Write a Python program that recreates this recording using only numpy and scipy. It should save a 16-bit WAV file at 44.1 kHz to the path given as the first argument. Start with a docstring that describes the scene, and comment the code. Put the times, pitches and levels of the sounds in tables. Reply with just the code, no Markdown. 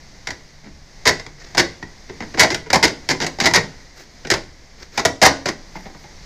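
"""Prising off a tail light

A hand knocks and prises at a plastic tail-light unit until it comes loose from a car's rear panel.
Clicks, creaks and bumps are runs of tiny slips that ring the lens, its housing and the sheet metal.
In between, the hand brushes softly: swells of grainy hiss. A garage echoes the blows with decaying noise.
Low wavering tones hum under a soft hiss, and the close microphone overloads on the hardest blows."""
import sys
import numpy as np
from scipy import signal
from scipy.fft import rfft, irfft
from scipy.io import wavfile
from scipy.ndimage import uniform_filter1d

SR = 44100
rng = np.random.default_rng(int(sys.argv[2]) if len(sys.argv) > 2 else 0)


def put_to_file(sound):
    """Save the sound as 16-bit audio at rate SR, in the file named by the first command-line argument."""
    columns = np.atleast_2d(sound).T  # one column per channel
    safe = np.clip(columns, -1, 1)
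    whole_steps = np.round(safe * 32767)
    wavfile.write(sys.argv[1], SR, whole_steps.astype(np.int16))


N = 275832  # length of the scene in samples
TOP_HZ = 15300  # the highest pitch that gets through

# Colour of the steady hiss. Each row: pitch in Hz, relative level in dB per Hz.
AIR_COLOUR = [(30, 4), (100, -9.5), (160, -8.5), (400, -16.5), (750, -16.5), (1350, -23.5), (2050, -15),
              (2600, -26), (3200, -26), (4800, -18), (6400, -21), (7600, -33.5), (9500, -43),
              (15000, -47.5)]
AIR_DB = -47.5  # level of that hiss before it swells
# Low hum, like an engine idling far off. Each row: pitch in Hz, rms level in dB before it wavers.
HUM_TONES = [(23.7, -52), (47.5, -71), (71, -58.5), (143, -60.5)]
# How the garage rings in each pitch range. Each row: pitch in Hz, time to fall 60 dB in seconds,
# relative level in dB.
GARAGE_DECAY = [(100, 0.51, 1), (247, 0.3, 5), (680, 0.21, 5), (1870, 0.18, 2.5), (4900, 0.35, -7),
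                (13000, 0.15, -0.5)]
# Soft strokes of the hand. Each row: middle in seconds, half length in seconds, level in dB,
# level of the fine top hiss in dB relative to the stroke.
BRUSH_STROKES = [(1.46, 0.058, -44, -34), (4.003, 0.03, -41.5, -18.5), (4.823, 0.029, -42.5, -27),
                 (4.983, 0.031, -34, -24), (5.804, 0.062, -50.5, -16), (6.007, 0.047, -58, -9)]
# Colour of the brushing. Each row: pitch in Hz, relative level in dB per Hz.
BRUSH_COLOUR = [(80, -11), (400, 5), (1000, -7.5), (1900, 3.5), (3000, -10.5), (5200, -0.5), (6600, -6.5),
                (8500, -28), (14000, -38)]
# Clearest ringing tones of the lamp unit in its panel. Each row: pitch in Hz, relative level in dB,
# time to fall 60 dB in seconds.
CLEAR_MODES = [(79.3, 1.5, 0.13), (154.3, -4, 0.19), (271.4, -12, 0.59), (336.2, 2, 0.13),
               (469, -13.5, 0.31), (564, -7, 0.073), (646, -7.5, 0.19), (760.2, -4.5, 0.097),
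               (960, -13.5, 0.063), (1094, -47, 0.29), (1484, -20, 0.32), (1865, 6, 0.03), (1960, -4, 0.19),
               (2080, 2.5, 0.04), (2313, -14, 0.071), (3780, 0.5, 0.083), (4800, 5, 0.04),
               (4780, -4, 0.033), (4830, -8, 0.037), (5160, 5, 0.03), (4950, 9, 0.024), (5683, -5, 0.052),
               (6600, 7, 0.019)]
# Colour of its many overlapping short tones. Each row: pitch in Hz, relative level in dB per Hz.
DENSE_COLOUR = [(50, -19), (110, -3), (340, -1.5), (520, -9), (950, -4), (1200, -15), (1600, -8.5),
                (2100, -4.5), (2550, -15), (3300, -14), (4900, -5), (6700, -11), (8200, -22.5),
                (15000, -35.5)]
# Borders between thud, knock, clack, lens and snap. One column: pitch in Hz.
PART_EDGES_HZ = [45, 180, 450, 1300, 2900, 15500]
# How panel thud, shell knock, housing clack, lens and edge snap share a blow. Each row: share in dB,
# dB gained per dB of weight, most dB gained when the struck spot lies on the part.
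PART_SHARES = [(-13.5, 1.1, 2.5), (-8, 0.86, 4), (-5.5, 0.36, 6), (-0.36, 0.0648, 2.5), (-2, 0, 0.5)]
SPOT_REACH_OCTAVES = 0.82  # how far from its own pitch a struck spot favours a part
# A blow lighter than a firm one is softer too, so more of it goes into the heavy parts.
FIRM_DB, SOFTENING_DB_PER_DB = -21.5, 0.3583
# Dull bumps of the hand, or of the unit settling on its seal. Each row: start in seconds,
# length in ms, pitch of the struck spot in Hz, level in dB before the parts share it.
DULL_BUMPS = [(0.636, 53, 196, -52), (1.092, 9.7, 456, -24.5), (1.826, 3.8, 1950, -34),
              (2.091, 13.7, 365, -40.5), (2.205, 2.4, 343, -32.5), (2.214, 24.5, 150, -37),
              (2.341, 7.4, 338, -33.5), (2.374, 3.8, 330, -28.5), (2.443, 5.9, 613, -22),
              (2.661, 12, 434, -43), (3.569, 14, 110, -20), (4.249, 3.2, 260, -35),
              (5.75, 26.4, 854, -40.5), (5.853, 20, 700, -45), (5.898, 3, 260, -51), (5.947, 2.8, 820, -49),
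              (6.04, 3.1, 834, -49)]
BUMP_WEIGHT_DB, BUMP_SNAP_DB = 3.5, -8  # a padded contact pushes deep and hardly stirs the lens edges
# Creaks as the unit is prised along its mounts. Each row: start in seconds, length of slipping in ms,
# pitch of the struck spot in Hz, level in dB before the parts share it, weight of the hand in dB.
MOUNT_CREAKS = [(1.054, 22, 456, -20, 3), (1.068, 26, 1990, -12.5, -10.5), (1.578, 27.3, 368, -13.5, 1.5),
                (2.381, 14, 725, -28.5, 0), (2.395, 17.5, 2020, -9, -2), (2.417, 11, 636, -19, -4),
                (2.43, 7.2, 635, -15, -7), (2.512, 16.7, 380, -28, 5), (2.74, 11, 770, -18, 1),
                (2.833, 20, 330, -13, 0.5), (3.099, 19, 333, -19, 1), (3.212, 28, 290, -25, 0.5),
                (3.41, 42, 190, -22.5, 2.5), (3.457, 17, 2030, -14, 2), (3.537, 9, 900, -15, -11),
                (3.547, 19.8, 1920, -13, -1.5), (4.312, 12.4, 338, -18, 1.5), (4.984, 17, 800, -25.5, 0.5),
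                (5.051, 7.6, 656, -14.5, 2), (5.216, 13, 680, -14, 3.5), (5.226, 29.6, 717, -12, 3),
                (5.252, 23.6, 620, -10, -1), (5.463, 21, 344, -29, -2.5)]
# Sharp clicks of plastic catching on an edge. Each row: start in seconds, pitch of the struck spot in Hz,
# level in dB before the parts share it, weight of the hand behind it in dB.
SHARP_CLICKS = [(0.271, 2020, -28, -8.5), (0.287, 620, -38.5, 0.5), (0.305, 1960, -30.5, -12),
                (0.315, 450, -45.5, 5.5), (1.196, 1980, -36, -1), (1.264, 1980, -40, 0.5),
                (1.548, 845, -32, 0), (1.572, 330, -25.5, 0.5), (2.504, 318, -24, 0),
                (2.545, 297, -22.5, -5.5), (2.702, 2120, -24.5, 0), (2.7304, 785, -13, 0.5),
                (2.756, 750, -18, 5.5), (2.8276, 885, -15.5, -11), (2.878, 345, -26, -6),
                (3.089, 344, -19.5, -4), (3.202, 230, -27.5, 1.5), (3.243, 720, -29.5, 2),
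                (3.265, 595, -24, -17.5), (3.386, 815, -36, 6.5), (3.401, 785, -19, -25),
                (3.51, 940, -32, 9), (4.27, 320, -36, -2), (4.302, 402, -16.5, -9), (4.338, 550, -22, -1),
                (4.976, 760, -21.5, -0.5), (5.457, 610, -24.5, 2.5), (5.486, 350, -23.5, 0)]
CLICK_MS = 3.5  # a click is over after a few slips


def undb(db):
    """Turn decibels into a gain."""
    return 10 ** (np.asarray(db) / 20)


def rms(x):
    """Root mean square: the average strength of a sound."""
    return np.sqrt(np.mean(x ** 2) + 1e-18)


def lookup(hz, points):
    """Read between (Hz, value) points on a log-pitch axis."""
    f, value = np.transpose(points)
    return np.interp(np.log(np.maximum(hz, 1)), np.log(f), value)


def colour(x, points, size=2048):
    """Filter a sound to a given spectrum, with no sound ahead of its cause."""
    hz = np.arange(size // 2 + 1) * SR / size
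    cepstrum = irfft(np.log(undb(lookup(hz, points))))
    # folding the cepstrum forward makes the filter minimum-phase
    cepstrum[1:size // 2] *= 2
    cepstrum[size // 2 + 1:] = 0
    impulse = irfft(np.exp(rfft(cepstrum)))
    return signal.fftconvolve(x, impulse)[:len(x)]


def band(lo_hz, hi_hz, order=3):
    """Make a filter that passes only the pitches between two limits."""
    return signal.butter(order, [lo_hz, min(hi_hz, SR / 2 - 1)], "band", fs=SR, output="sos")


def fade(t, t60):
    """Die away by 60 dB in t60 seconds."""
    return np.exp(-np.log(1000) * t / t60)


def walk(rate):
    """Smooth random drift with a spread near 1 and about `rate` new values a second."""
    k = int(SR / rate)
    steps = np.repeat(rng.standard_normal(N // k + 1), k)
    return uniform_filter1d(steps, k)[:N]


def add(out, start, sound):
    """Mix a sound in at its start time in seconds."""
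    at = int(start * SR)
    piece = sound[:len(out) - at]
    out[at:at + len(piece)] += piece


def background(swell_db=2.9, waver_db=-5.0, wander_hz=0.38):
    """Soft, nearly steady coloured noise over low tones that drift in pitch and level."""
    air = colour(rng.standard_normal(N), AIR_COLOUR)
    air_level = undb(AIR_DB + swell_db * walk(4.1))
    air = air * air_level / rms(signal.sosfilt(band(123, TOP_HZ), air))
    hum = 0
    for hz, db in HUM_TONES:
        level = undb(db + waver_db * walk(5.7))
        phase = 2 * np.pi * np.cumsum(hz + wander_hz * walk(3.69)) / SR
        hum = hum + level * np.sin(phase)
    return air + np.sqrt(2) * hum  # a sine peaks at root 2 times its rms


def garage(count, wet_db=-9.5, build_s=0.00073, late_db=-27, late_t60=1.0):
    """Echo patterns, one a blow as hand and microphone move: they build up fast, and a faint tail lingers."""
    t = np.arange(int(0.6 * SR)) / SR
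    edges = 40 * 2 ** np.arange(10)  # octave bands, Hz
    # each blow takes its own stretch of noise
    picks = rng.integers(0, N - len(t), count)[:, None] + np.arange(len(t))
    hz, *columns = np.transpose(GARAGE_DECAY)
    echoes = 0
    for lo, hi in zip(edges, edges[1:]):
        middle = np.log(lo * hi) / 2
        t60, db = (np.interp(middle, np.log(hz), column) for column in columns)
        decay = undb(db) * (fade(t, t60) + undb(late_db) * fade(t, late_t60))
        noise = signal.sosfilt(band(lo, hi), rng.standard_normal(N))
        echoes = echoes + noise[picks] * decay
    echoes = echoes * (1 - np.exp(-(t / build_s) ** 2))
    return undb(wet_db) * echoes / np.linalg.norm(echoes, axis=1, keepdims=True)


def brushing(grain_db=3, grain_rate=150, top_hz=8000):
    """Skin slides lightly: a grainy hiss swells and fades, with a finer hiss set for each stroke."""
    t = np.arange(N) / SR
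    middle, half, db, top_db = np.transpose(BRUSH_STROKES)[:, :, None]
    strokes = undb(db) * np.exp(-((t - middle) / half) ** 2 / 2)
    grains = rng.standard_normal(N) * undb(grain_db * walk(grain_rate))
    hiss = colour(grains, BRUSH_COLOUR)
    top = signal.sosfilt(band(top_hz, TOP_HZ), grains)
    main_level = strokes.sum(axis=0)
    top_level = (strokes * undb(top_db)).sum(axis=0)
    return main_level * hiss / rms(hiss) + top_level * top / rms(top)


def slips(length, gap_s=0.0019, scatter_db=3.6, first_db=2, swell_db=3, easing_db=-3, size=48):
    """Force of one blow: a first click, then uneven slips that swell and ease off until the plastic grips."""
    gaps = gap_s * rng.gamma(3, 1 / 3, size)  # gap_s is the average gap
    when = np.cumsum(gaps) - gaps[0]
    pressure_db = swell_db * np.sin(np.pi * when / length) + easing_db * when / length
    strength = undb(pressure_db + scatter_db * rng.standard_normal(size))
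    push = strength * rng.choice([-1, 1], size)
    push[0] = undb(first_db)
    keep = when <= length
    return np.bincount((when[keep] * SR).astype(int), push[keep])


def lamp_ring(force, t, crack_t60=0.019, body_t60=0.094, body_db=-9, modes_db=-8, place_db=1.0,
              detune=0.0039):
    """Slips set off a burst of many short tones, heard as coloured noise; the clear modes ring on."""
    ring_down = fade(t, crack_t60) + undb(body_db) * fade(t, body_t60)
    energy = np.abs(signal.fftconvolve(force ** 2, ring_down ** 2)[:len(t)])
    dense = colour(rng.standard_normal(len(t)) * np.sqrt(energy), DENSE_COLOUR)
    hz, db, t60 = np.transpose(CLEAR_MODES)[:, :, None]
    # every blow alters the modes' strength, pitch and direction a little
    weight, shift, sign = rng.standard_normal((3, len(CLEAR_MODES), 1))
    level = np.sign(sign) * undb(db + place_db * weight)
    tones = np.sin(2 * np.pi * hz * (1 + detune * shift) * t)
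    answer = np.sum(level * fade(t, t60) * tones, axis=0)
    modes = signal.fftconvolve(force, answer)[:len(t)]
    return dense / rms(dense) + undb(modes_db) * modes / rms(modes)


def spot(x, hz, width_hz=110, width_share=0.0093, boost_db=5.5):
    """The struck spot flexes with a broad resonance of its own, damped more the higher it is."""
    peak = signal.iirpeak(hz, hz / (width_hz + width_share * hz), fs=SR)
    return x + undb(boost_db) * signal.lfilter(*peak, x)


def contact(x, length, snap_db, sheen_db=5.0, force_share=0.27, dulling_db_per_s=180):
    """Short, hard contacts reach the top octave; long, soft ones stay dull."""
    top_db = sheen_db + force_share * snap_db - dulling_db_per_s * length
    return colour(x, [(7000, 0), (9000, top_db)])


def shares(spot_hz, db, weight_db):
    """Level of each part: heavy or soft blows favour panel and shell, and the struck part speaks up."""
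    share_db, per_weight, struck_db = np.transpose(PART_SHARES)
    centres = np.sqrt(np.multiply(PART_EDGES_HZ[:-1], PART_EDGES_HZ[1:]))
    nearness = np.exp(-(np.log2(centres / spot_hz) / SPOT_REACH_OCTAVES) ** 2)
    depth_db = weight_db + SOFTENING_DB_PER_DB * (FIRM_DB - db)
    return db + share_db + per_weight * depth_db + struck_db * nearness


def blow(slip_ms, spot_hz, db, weight_db, snap_db=0, ring_s=0.015):
    """A blow shares its energy between panel, shell, housing, lens and the lens edges."""
    length = slip_ms / 1000
    levels_db = shares(spot_hz, db, weight_db)
    levels_db[-1] += snap_db
    ring = lamp_ring(slips(length), np.arange(SR // 4) / SR)
    ring = spot(ring, spot_hz)
    ring = contact(ring, length, levels_db[-1])
    loud_part = int((length + ring_s) * SR)  # samples over which a level is set
    out = 0
    for lo, hi, level_db in zip(PART_EDGES_HZ, PART_EDGES_HZ[1:], levels_db):
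        part = signal.sosfilt(band(lo, hi), ring)
        out = out + part * undb(level_db) / rms(part[:loud_part])
    return out


def bumps():
    """Padded contacts push deep, with little snap: (start, sound) pairs."""
    return [(start, blow(*bump, BUMP_WEIGHT_DB, BUMP_SNAP_DB)) for start, *bump in DULL_BUMPS]


def creaks():
    """Mounts slip and grip in quick runs: (start, sound) pairs."""
    return [(start, blow(*creak)) for start, *creak in MOUNT_CREAKS]


def clicks():
    """Plastic catches on an edge and slips briefly: (start, sound) pairs."""
    return [(start, blow(CLICK_MS, *click)) for start, *click in SHARP_CLICKS]


def scene():
    """Bumps, creaks and clicks, each close by and with its echoes, over brushing and background."""
    out = background() + brushing()
    blows = bumps() + creaks() + clicks()
    for (start, direct), echo in zip(blows, garage(len(blows))):
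        add(out, start, direct)
        add(out, start, signal.fftconvolve(direct, echo))
    return out[None]


def record(dry, ceiling=0.77, order=8):
    """The microphone flattens the loudest peaks, and the top is cut."""
    clipped = dry / (1 + np.abs(dry / ceiling) ** order) ** (1 / order)
    low_pass = signal.firwin(255, TOP_HZ, window=("kaiser", 9), fs=SR)
    return signal.fftconvolve(clipped, low_pass[None], "same")


dry = scene()
out = record(dry)
put_to_file(out)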